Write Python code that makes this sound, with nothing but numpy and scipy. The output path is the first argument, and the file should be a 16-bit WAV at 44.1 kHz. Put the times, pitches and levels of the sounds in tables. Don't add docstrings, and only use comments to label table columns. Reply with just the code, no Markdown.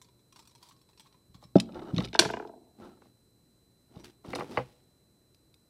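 import sys
import numpy as np
from scipy import signal
from scipy.fft import rfft, irfft
from scipy.io import wavfile
from scipy.ndimage import uniform_filter1d

SR = 44100
rng = np.random.default_rng(int(sys.argv[2]) if len(sys.argv) > 2 else 0)


def store_pcm(level_fs):
    pcm = np.round(np.clip(level_fs, -1, 1) * 32767).astype(np.int16)
    wavfile.write(sys.argv[1], SR, np.atleast_2d(pcm).T)


N = 250959
TIME = np.arange(N) / SR


def amp(db):
    return 10 ** (np.asarray(db) / 20)


def evened(x):
    return x / np.sqrt(np.mean(x ** 2) + 1e-20)


def read(points, hz, axis=1):
    table = np.transpose(points)
    return np.interp(np.log(hz + 1), np.log(table[0] + 1), table[axis])


def coloured(x, spectrum):
    gain = amp(read(spectrum, np.fft.rfftfreq(len(x), 1 / SR)))
    return evened(irfft(rfft(x) * gain, len(x)))


def filtered(x, hz, kind, order=2):
    corner_hz = np.clip(hz, 10, SR / 2 - 1000)
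    return signal.sosfilt(signal.butter(order, corner_hz, kind, fs=SR, output="sos"), x)


def add(mix, s, sound):
    part = mix[max(round(s * SR), 0):][:len(sound)]
    part += sound[:len(part)]


VARY_DB = 1.5


def strikes(rows, modes, crack_db, crack_t60, crack_low_hz, detune=0.027, order=3,
            count=0, flurry_s=.01, flurry_db=-6):
    out, t = np.zeros(N), np.arange(SR // 3) / SR
    hz, db, t60 = np.transpose(modes)[:, :, None]
    lag = np.arange(len(modes))[:, None] * np.pi * 3 / 4
    for s, level_db, corner_hz in rows:
        place, part = rng.uniform(-1, 1, (2, len(modes), 1))
        phase = np.where(hz > 1400, rng.uniform(0, 2 * np.pi, hz.shape), -lag)
        decay = amp(db + VARY_DB * place - 60 * t / t60)
        ring = (decay * np.cos(2 * np.pi * hz * (1 + detune * part) * t + phase)).sum(0)
        noise = rng.standard_normal(len(t)) * amp(-60 * t / crack_t60)
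        crack = filtered(noise, crack_low_hz, "high")
        impact = ring / np.linalg.norm(ring) + amp(crack_db) * crack / np.linalg.norm(crack)
        first = filtered(impact, corner_hz, "low", order)
        blow = first.copy()
        for late in rng.uniform(0.08, 1, count):
            add(blow, late * flurry_s, first * amp(flurry_db * late) * rng.choice([-1, 1]))
        loudest = np.sqrt(uniform_filter1d(blow ** 2, size=176, mode="constant").max())
        add(out, s, amp(level_db) * blow / loudest)
    return out


def scatter(start, length, per_s, level_db, corner_hz, spread_db=3):
    count = max(round(length * per_s), 0)
    return [(start + length * (k + when) / count, level_db + spread_db * (2 * size - 1), corner_hz)
            for k, (when, size) in enumerate(rng.random((count, 2)))]


def friction(spectrum, catches_per_s, spread_db, smooth_db):
    happens = rng.random(N) < catches_per_s / SR
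    sizes = amp(spread_db * np.minimum(rng.exponential(1, N), 3))
    catches = happens * rng.choice([-1, 1], N) * sizes
    return coloured(evened(catches) + amp(smooth_db) * rng.standard_normal(N), spectrum)


# (time [s], level [dB], contact corner [Hz])
KNOCK_BLOWS = [(2.1914, -12, 6589), (2.1943, -10.5, 9200), (2.1970, -25, 3594), (2.209, -28.5, 8000),
               (2.2195, -33.5, 5200), (2.228, -36.5, 5500)]
# (frequency [Hz], level [dB], t60 [s])
CHARM_RESONANCES = [(338, -8, 0.05), (654, -13, 0.06), (940, -2, 0.021), (1530, 0, .015),
                    (2360, -12.5, .035), (2880, -6, 0.019), (3250, -4, 0.014), (3530, 0, 0.024),
                    (4070, 4, 0.0077), (4470, 5, 0.018), (5300, -1.5, 0.0085), (5830, -0.5, 0.021),
                    (8060, -4.5, .012), (8850, -0.5, 0.012), (10270, -5, 0.014), (11000, -9, 0.021)]


def knocking():
    return strikes(KNOCK_BLOWS, CHARM_RESONANCES, crack_db=-3.5, crack_t60=0.043, crack_low_hz=1490,
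                   detune=0.0052, order=4)


# (frequency [Hz], relative density [dB per Hz])
SPLASH_SPECTRUM = [(500, -17.5), (1500, -2.5), (3500, 0), (5500, -1), (7000, -7.5), (9000, -10),
                   (11500, -14), (15000, -34)]
SPLASH_TOP_HZ, SPLASH_TOP_T60 = 8000, .28


def splash(level_db=-32.5, t60=0.38):
    since = np.maximum(TIME - KNOCK_BLOWS[1][0], 0)
    spray = friction(SPLASH_SPECTRUM, catches_per_s=1200, spread_db=2.5, smooth_db=-6)
    top = irfft(rfft(spray) * (np.fft.rfftfreq(N, 1 / SR) > SPLASH_TOP_HZ), N)
    body = spray - top
    fading = body * amp(-60 * since / t60) + top * amp(-60 * since / SPLASH_TOP_T60)
    return (since > 0) * amp(level_db) * fading


ROCK_START_S = 2.3355
FIRST_GAP_S, LAST_GAP_S, GAP_KEPT = .033, .0195, .7
ROCK_DB, ROCK_LOSS_DB = -27.5, 2.4
ROCK_CORNER_HZ, CORNER_KEPT = 2280, 0.85
LIMP_DB = 10.5


def settling(count=14):
    k = np.arange(count)
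    gaps = LAST_GAP_S + (FIRST_GAP_S - LAST_GAP_S) * GAP_KEPT ** k
    times = ROCK_START_S + np.cumsum(gaps) - gaps
    limp = (k % 2) * (1 - GAP_KEPT ** k)
    levels_db = ROCK_DB - ROCK_LOSS_DB * k - LIMP_DB * limp
    return list(zip(times, levels_db, ROCK_CORNER_HZ * CORNER_KEPT ** k))


BEND_S = .0036


def through_desk(x, size=4096):
    hz = np.fft.rfftfreq(size, 1 / SR)
    lag = BEND_S * np.sqrt(1000 / np.clip(hz, 350, 5000))
    sweep = irfft(np.exp(-2j * np.pi * np.cumsum(lag - lag.min()) * hz[1]), size)
    return signal.fftconvolve(x, np.roll(sweep, size // 2))[size // 2:][:N]


# (time [s], level [dB], contact corner [Hz])
EDGE_TOUCHES = [(2.130, -37.5, 3370), (2.149, -24, 2150), (2.197, -26, 996), (2.219, -25.5, 2086),
                (2.232, -27.5, 1220), (2.249, -28.5, 2280), (2.255, -28, 2030), (2.289, -36.5, 1940),
                (2.2995, -28, 1866)]
# (frequency [Hz], level [dB], t60 [s])
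ROCK_RESONANCES = [(225, -8, .06), (315, -3.5, .045), (430, -1, .04), (675, -.5, .04), (870, -1.5, .035),
                   (1005, -3, .025), (1430, -4, .018), (1570, 0, .02), (2000, -10, .018), (2420, -6, .024),
                   (2900, -5, .022), (3500, -6, .016)]


def rocking():
    contacts = strikes(EDGE_TOUCHES + settling(), ROCK_RESONANCES, crack_db=-7, crack_t60=.05,
                       crack_low_hz=260, detune=.025, count=1, flurry_s=.005, flurry_db=-11)
    return through_desk(contacts)


# (time [s], level [dB], contact corner [Hz])
CLACK_BLOWS = [(1.424, -53.5, 1110), (1.689, -47, 890), (1.752, -44, 1170), (1.794, -50, 2180),
               (1.9815, -30, 2620), (2.005, -38, 2598), (3.019, -55, 1410), (3.054, -61, 1400),
               (3.962, -52, 890), (4.245, -47, 1596), (4.332, -31, 2500), (4.355, -32, 1840),
               (4.386, -34.5, 2000), (4.397, -37.5, 1700), (4.407, -30.5, 2180), (4.419, -36.5, 1400),
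               (4.572, -20.5, 2802), (4.577, -30, 940), (4.586, -29, 1184), (4.597, -33.5, 998)]
# (frequency [Hz], level [dB], t60 [s])
CLACK_RESONANCES = [(131.52, -18.5, 0.27), (296.31, -7, 0.026), (497, -3, 0.072), (610, -2.5, 0.057),
                    (810, 1, 0.023), (1156, 2, 0.024), (1410, -3, 0.016), (1990, -1, 0.016),
                    (2320, -3, 0.017), (2820, -0.5, 0.0092), (4400, -5, 0.024)]
SKIPS_PER_S, SKIP_DB, SKIP_CORNER_HZ = 55, -5.5, 1140


def clacking():
    skips = []
    for start, rise, hold, _, rub_db, _, _ in PUSHES:
        skips += scatter(start + rise, hold, SKIPS_PER_S, rub_db + SKIP_DB, SKIP_CORNER_HZ)
    bumps = strikes(CLACK_BLOWS + skips, CLACK_RESONANCES, crack_db=-9.5, crack_t60=0.19,
                    crack_low_hz=400, detune=0.033, count=2, flurry_s=0.011, flurry_db=-14.0)
    return through_desk(bumps)


# (frequency [Hz], level [dB], t60 [s])
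DESK_RESONANCES = [(60.9, -26, 0.53), (121, -13, 0.22), (187.5, 2, 0.099), (228, -18.5, 0.46),
                   (280, 4.5, 0.059), (367, -1, 0.048), (587, -1.5, 0.045), (677.1, -8, 0.098),
                   (820, -16, 0.086), (1274, -13, 0.04)]
# (time [s], level before the high-pass [dB], contact corner [Hz])
THUD_BLOWS = [(1.5558, -7, 948.6)]


def thudding():
    blow = strikes(THUD_BLOWS, DESK_RESONANCES, crack_db=-15.0, crack_t60=0.22, crack_low_hz=300)
    return filtered(blow, 140, "high")


# (time [s], level before the high-pass [dB], contact corner [Hz])
THUMP_BLOWS = [(1.294, -50.5, 71.5), (1.347, -47.5, 113), (1.447, -48, 108), (1.934, -23.5, 171),
               (1.969, -23, 181), (1.987, -21, 205), (2.205, -33.5, 174), (2.255, -31, 173.9),
               (3.963, -41, 111.2), (4.280, -38, 109.5), (4.577, -34.5, 142.1)]


def thumping():
    nudges = strikes(THUMP_BLOWS, DESK_RESONANCES, crack_db=-18.0, crack_t60=.15, crack_low_hz=120.15)
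    return filtered(nudges, 45, "high")


# (time [s], level [dB], contact corner [Hz])
TICK_BLOWS = [(1.555, -46, 6000), (1.566, -41.5, 6493), (1.584, -42.5, 4970), (1.6002, -27.5, 8400),
              (1.603, -36.5, 9000), (1.657, -63, 4200), (1.722, -58, 4200), (1.745, -54.5, 4460),
              (1.794, -56.5, 5400), (1.832, -61.5, 5000), (1.946, -51.5, 4400), (1.964, -40.5, 5370),
              (1.970, -46, 4438), (1.981, -29.5, 4387), (2.004, -39.5, 4380), (2.024, -49.5, 9000),
              (2.036, -47, 3633), (2.041, -43, 3659), (2.047, -39, 4500), (2.051, -43.5, 9960),
              (2.058, -49, 4200), (2.075, -51, 3200), (2.085, -51, 4208), (2.131, -44, 4375),
              (2.143, -38, 6043), (2.157, -37, 4380), (2.308, -46, 12100), (2.474, -59.5, 5990),
              (4.351, -37.5, 7500), (4.356, -38, 10700), (5.346, -63, 13000), (5.542, -59, 13000)]
# (frequency [Hz], level [dB], t60 [s])
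LINK_RESONANCES = [(2200, -8, .015), (2620, -7, .016), (2980, -7, .02), (3720, 2, .016), (4260, -1, .013),
                   (5050, -1, .016), (5750, -3, .012), (8400, -7, .008), (9900, -5, .008)]
LINKS_PER_S, LINK_CORNER_HZ = 80, 4490


def ticking():
    links = []
    for start, rise, hold, _, _, _, links_db in PUSHES:
        links += scatter(start + rise, hold, LINKS_PER_S, links_db, LINK_CORNER_HZ)
    return strikes(TICK_BLOWS + links, LINK_RESONANCES, crack_db=-4.5, crack_t60=0.035,
                   crack_low_hz=2200, detune=0.03, count=1, flurry_s=.004, flurry_db=-6)


# (frequency [Hz], relative density [dB per Hz])
RUB_SPECTRUM = [(40, -20), (120, -1), (200, 4), (350, 8.5), (500, -7), (850, -4), (1100, -17.5),
                (1350, -12), (1800, -30), (3000, -29.5), (6000, -53)]
HISS_SPECTRUM = [(900, -9.5), (1800, -2.5), (3600, -3.5), (5600, -6), (7000, -13), (10000, -13.5),
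                 (15500, -23)]
SWELL_DB = 16.5
GRIT_DB, GRIT_HZ = 2.8, 140
# (start [s], rise [s], hold [s], fade t60 [s], rub [dB], hiss [dB], links [dB])
PUSHES = [(1.662, 0.088, 0.1567, 0.58, -46.5, -70.5, -80), (1.933, 0.047, 0.032, 0.35, -45, -58.5, -46),
          (2.766, 0.038, 0.067, 0.43, -50.5, -69.5, -76), (3.012, 0.0083, .05, .2, -69.5, -78, -80),
          (3.88, 0.073, 0.044, 0.37, -55.5, -71, -64), (4.036, 0.008, 0.0088, 0.2, -56, -54.5, -66),
          (4.238, 0.008, 0.042, 0.21, -49, -64.5, -60), (4.29, 0.004, .02, 0.16, -55.5, -60.5, -60),
          (4.312, 0.058, 0.043, 0.3, -40.5, -55, -51.5), (4.442, 0.075, 0.067, 0.25, -44, -58, -56),
          (4.62, 0.033, 0.042, 0.82, -79, -70.5, -80)]


def sliding():
    rub = filtered(friction(RUB_SPECTRUM, catches_per_s=1200, spread_db=2, smooth_db=-5.0), 86, "high")
    hiss = friction(HISS_SPECTRUM, catches_per_s=2500, spread_db=3, smooth_db=-2)
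    wander = evened(filtered(rng.standard_normal(N), GRIT_HZ, "low"))
    grit = evened(amp(GRIT_DB * np.clip(wander, -2, 2)))
    out = np.zeros(N)
    for start, rise, hold, t60, rub_db, hiss_db, _ in PUSHES:
        t = TIME - start
        swell_db = -SWELL_DB * np.clip(1 - t / rise, 0, 1)
        fade_db = -60 * np.maximum(t - rise - hold, 0) / t60
        out += (t > 0) * amp(swell_db + fade_db) * (rub * amp(rub_db) + hiss * amp(hiss_db))
    return out * grit


SCRAPE_EDGE_S = .003
# (start [s], length [s], level [dB])
SCRAPE_JERKS = [(1.686, .014, -47.5), (1.744, .036, -44), (1.784, .016, -44), (1.816, .016, -42.5),
                (1.85, .012, -46.5), (1.867, .012, -47.5), (1.881, .036, -45.5), (2.002, 0.023, -41.5),
                (2.038, .024, -45.5), (2.815, 0.063, -51), (2.893, 0.02, -60.5), (2.925, 0.014, -62),
                (2.971, 0.0086, -57), (4.293, .018, -48)]
# (frequency [Hz], bandwidth [Hz], peak level [dB])
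SCRAPE_RESONANCES = [(390, 70, 6), (525, 50, 0), (730, 60, 2), (870, 60, 0), (1060, 70, -7), (1310, 60, 1),
                     (2960, 130, -17), (3750, 450, -20), (5650, 400, -26)]


def scraping(catches_per_s=1100, spread_db=2.0):
    jerks = np.zeros(N)
    for start, length, db in SCRAPE_JERKS:
        to_edge = np.minimum(TIME - start, start + length - TIME)
        jerks += amp(db) * np.clip(to_edge / SCRAPE_EDGE_S, 0, 1)
    catches = friction([(40, 0), (7000, 0)], catches_per_s, spread_db, smooth_db=-3)
    t = np.arange(SR // 10) / SR
    body = sum(amp(db) * width * np.exp(-np.pi * width * t) * np.sin(2 * np.pi * hz * t)
               for hz, width, db in SCRAPE_RESONANCES)
    ringing = signal.fftconvolve(catches * jerks, body / np.linalg.norm(body))[:N]
    return filtered(ringing, 5300, "low", order=4)


CLINKS_PER_S = 35
# (start [s], length [s], mean level [dB], contact corner [Hz])
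FINGER_SHIFTS = [(0.382, 0.147, -65.5, 9000), (0.572, 0.1555, -66, 10000), (0.745, 0.06, -71.5, 8300)]


def fidgeting():
    clinks = []
    for start, length, level_db, corner_hz in FINGER_SHIFTS:
        clinks += scatter(start, length, CLINKS_PER_S, level_db, corner_hz)
    return clinks


# (time [s],
# level [dB], contact corner [Hz])
JINGLE_BLOWS = [(.016, -53, 9000), (.046, -63, 6000), (.086, -65.5, 4500), (.193, -71, 6000),
                (.325, -56.5, 7960), (.360, -54, 7250), (.392, -53.5, 8900), (.474, -56, 12300),
                (.551, -57, 8800), (.628, -51.5, 9700), (.688, -57, 12000), (.711, -56.5, 1770),
                (.815, -63.5, 12200), (.889, -64, 6000), (.932, -67, 5000), (.976, -59, 6900),
                (.997, -51, 9800), (1.005, -59, 9000), (1.059, -60.5, 1623), (1.069, -63, 6000),
                (1.126, -64, 4500), (1.143, -63.5, 1990), (1.345, -56.5, 5000), (1.438, -55, 5000),
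                (3.998, -59, 6958)]
# (frequency [Hz], level [dB], t60 [s])
JINGLE_RESONANCES = [(988.3, -4, 0.0389), (1343, -17, 0.024), (2380, -13, 0.033), (3540, -5, 0.024),
                     (4260, 0, 0.01395), (5360, -3.5, 0.03), (8240, -0.5, 0.009)]


def jingling():
    return strikes(JINGLE_BLOWS + fidgeting(), JINGLE_RESONANCES, crack_db=0.5, crack_t60=0.036,
                   crack_low_hz=1487.7, detune=.1, order=2, count=2, flurry_s=0.0082, flurry_db=-8.0)


# (start [s], length [s], level [dB])
FINGER_RUBS = [(0.352, 0.067, -64.5), (0.603, 0.137, -64.5), (0.885, .035, -71), (1.042, 0.04, -68),
               (1.339, .035, -64), (1.411, .045, -64.5)]
# (frequency [Hz], relative density [dB per Hz])
RUSTLE_SPECTRUM = [(500, -12.5), (800, 4), (1020, 8), (1400, -7.5), (2000, -9.5), (2800, -10.5),
                   (3800, -0.5), (5200, -7), (7000, -9.5), (10000, -14), (15000, -19)]


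def rustling():
    grain = friction(RUSTLE_SPECTRUM, catches_per_s=900, spread_db=3, smooth_db=-3)
    envelope = np.zeros(N)
    for start, length, db in FINGER_RUBS:
        progress = np.clip((TIME - start) / length, 0, 1)
        envelope += amp(db) * np.sqrt(np.abs(np.sin(np.pi * progress)))
    return grain * envelope


# (frequency [Hz], t60 [s], level [dB])
ROOM_DECAY = [(80.38, 0.8, 6), (292, 0.47, -3.5), (700, 0.96, -9), (1510, 0.16, -5), (3460, 0.28, -3.5),
              (7880, 0.13, 1.5), (13853, 0.026, -2.5)]


def room(x, delay_s=0.0052):
    hz, t, bands = signal.stft(rng.standard_normal(SR), SR, nperseg=256)
    level_db, t60 = read(ROOM_DECAY, hz, axis=2)[:, None], read(ROOM_DECAY, hz)[:, None]
    reflections = signal.istft(bands * amp(level_db - 60 * t / t60), SR)[1]
    tail = np.r_[np.zeros(round(delay_s * SR)), reflections]
    return signal.fftconvolve(x, tail / np.linalg.norm(tail))[:N]


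# (frequency [Hz], relative density [dB per Hz])
QUIET_SPECTRUM = [(15, -38), (25, -3.5), (116, 2.5), (361, -2.5), (749, -16), (3390, -29), (3780, -24),
                  (4100, -20.5), (4450, -24.5), (7220, -24.5), (7830, -20), (8970, -23), (12400, -25.5),
                  (14600, -27.5), (15800, -52)]
QUIET_DB = -67.5
# (frequency [Hz], rms level [dB])
HUM_AND_WHINE = [(120, -76.5), (4020.3, -77), (8040.6, -87), (12060.9, -90)]


def background():
    lines = sum(np.sqrt(2) * amp(db) * np.sin(2 * np.pi * (hz * TIME + rng.random()))
                for hz, db in HUM_AND_WHINE)
    return lines + amp(QUIET_DB) * coloured(rng.standard_normal(N), QUIET_SPECTRUM)


def scene():
    knocks, rocks, clacks = knocking(), rocking(), clacking()
    thuds, thumps, ticks = thudding(), thumping(), ticking()
    slides = sliding() + scraping() + rustling()
    jingles = jingling()
    direct = knocks + splash() + rocks + clacks + thuds + thumps + ticks + slides + jingles
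    spread = amp(-21.0) * knocks + amp(-14) * rocks + amp(-29.5) * clacks + amp(-29.0) * thuds
    spread += amp(-23.5) * thumps + amp(-22) * ticks + amp(-23.5) * slides + amp(-10) * jingles
    boom = amp(-21.5) * filtered(filtered(rocks, 600, "low"), 110, "high")
    return (direct + room(spread + boom) + background())[None]


EDGE_HZ = 15900


def record(dry):
    thinned = filtered(dry, 38, "high", order=4)
    rounded = thinned / (1 + (thinned / .9) ** 6) ** (1 / 6)
    band_limit = signal.firwin(511, EDGE_HZ, window=("kaiser", 9), fs=SR)
    return signal.oaconvolve(rounded, band_limit[None], "same")


dry = scene()
out = record(dry)
store_pcm(out)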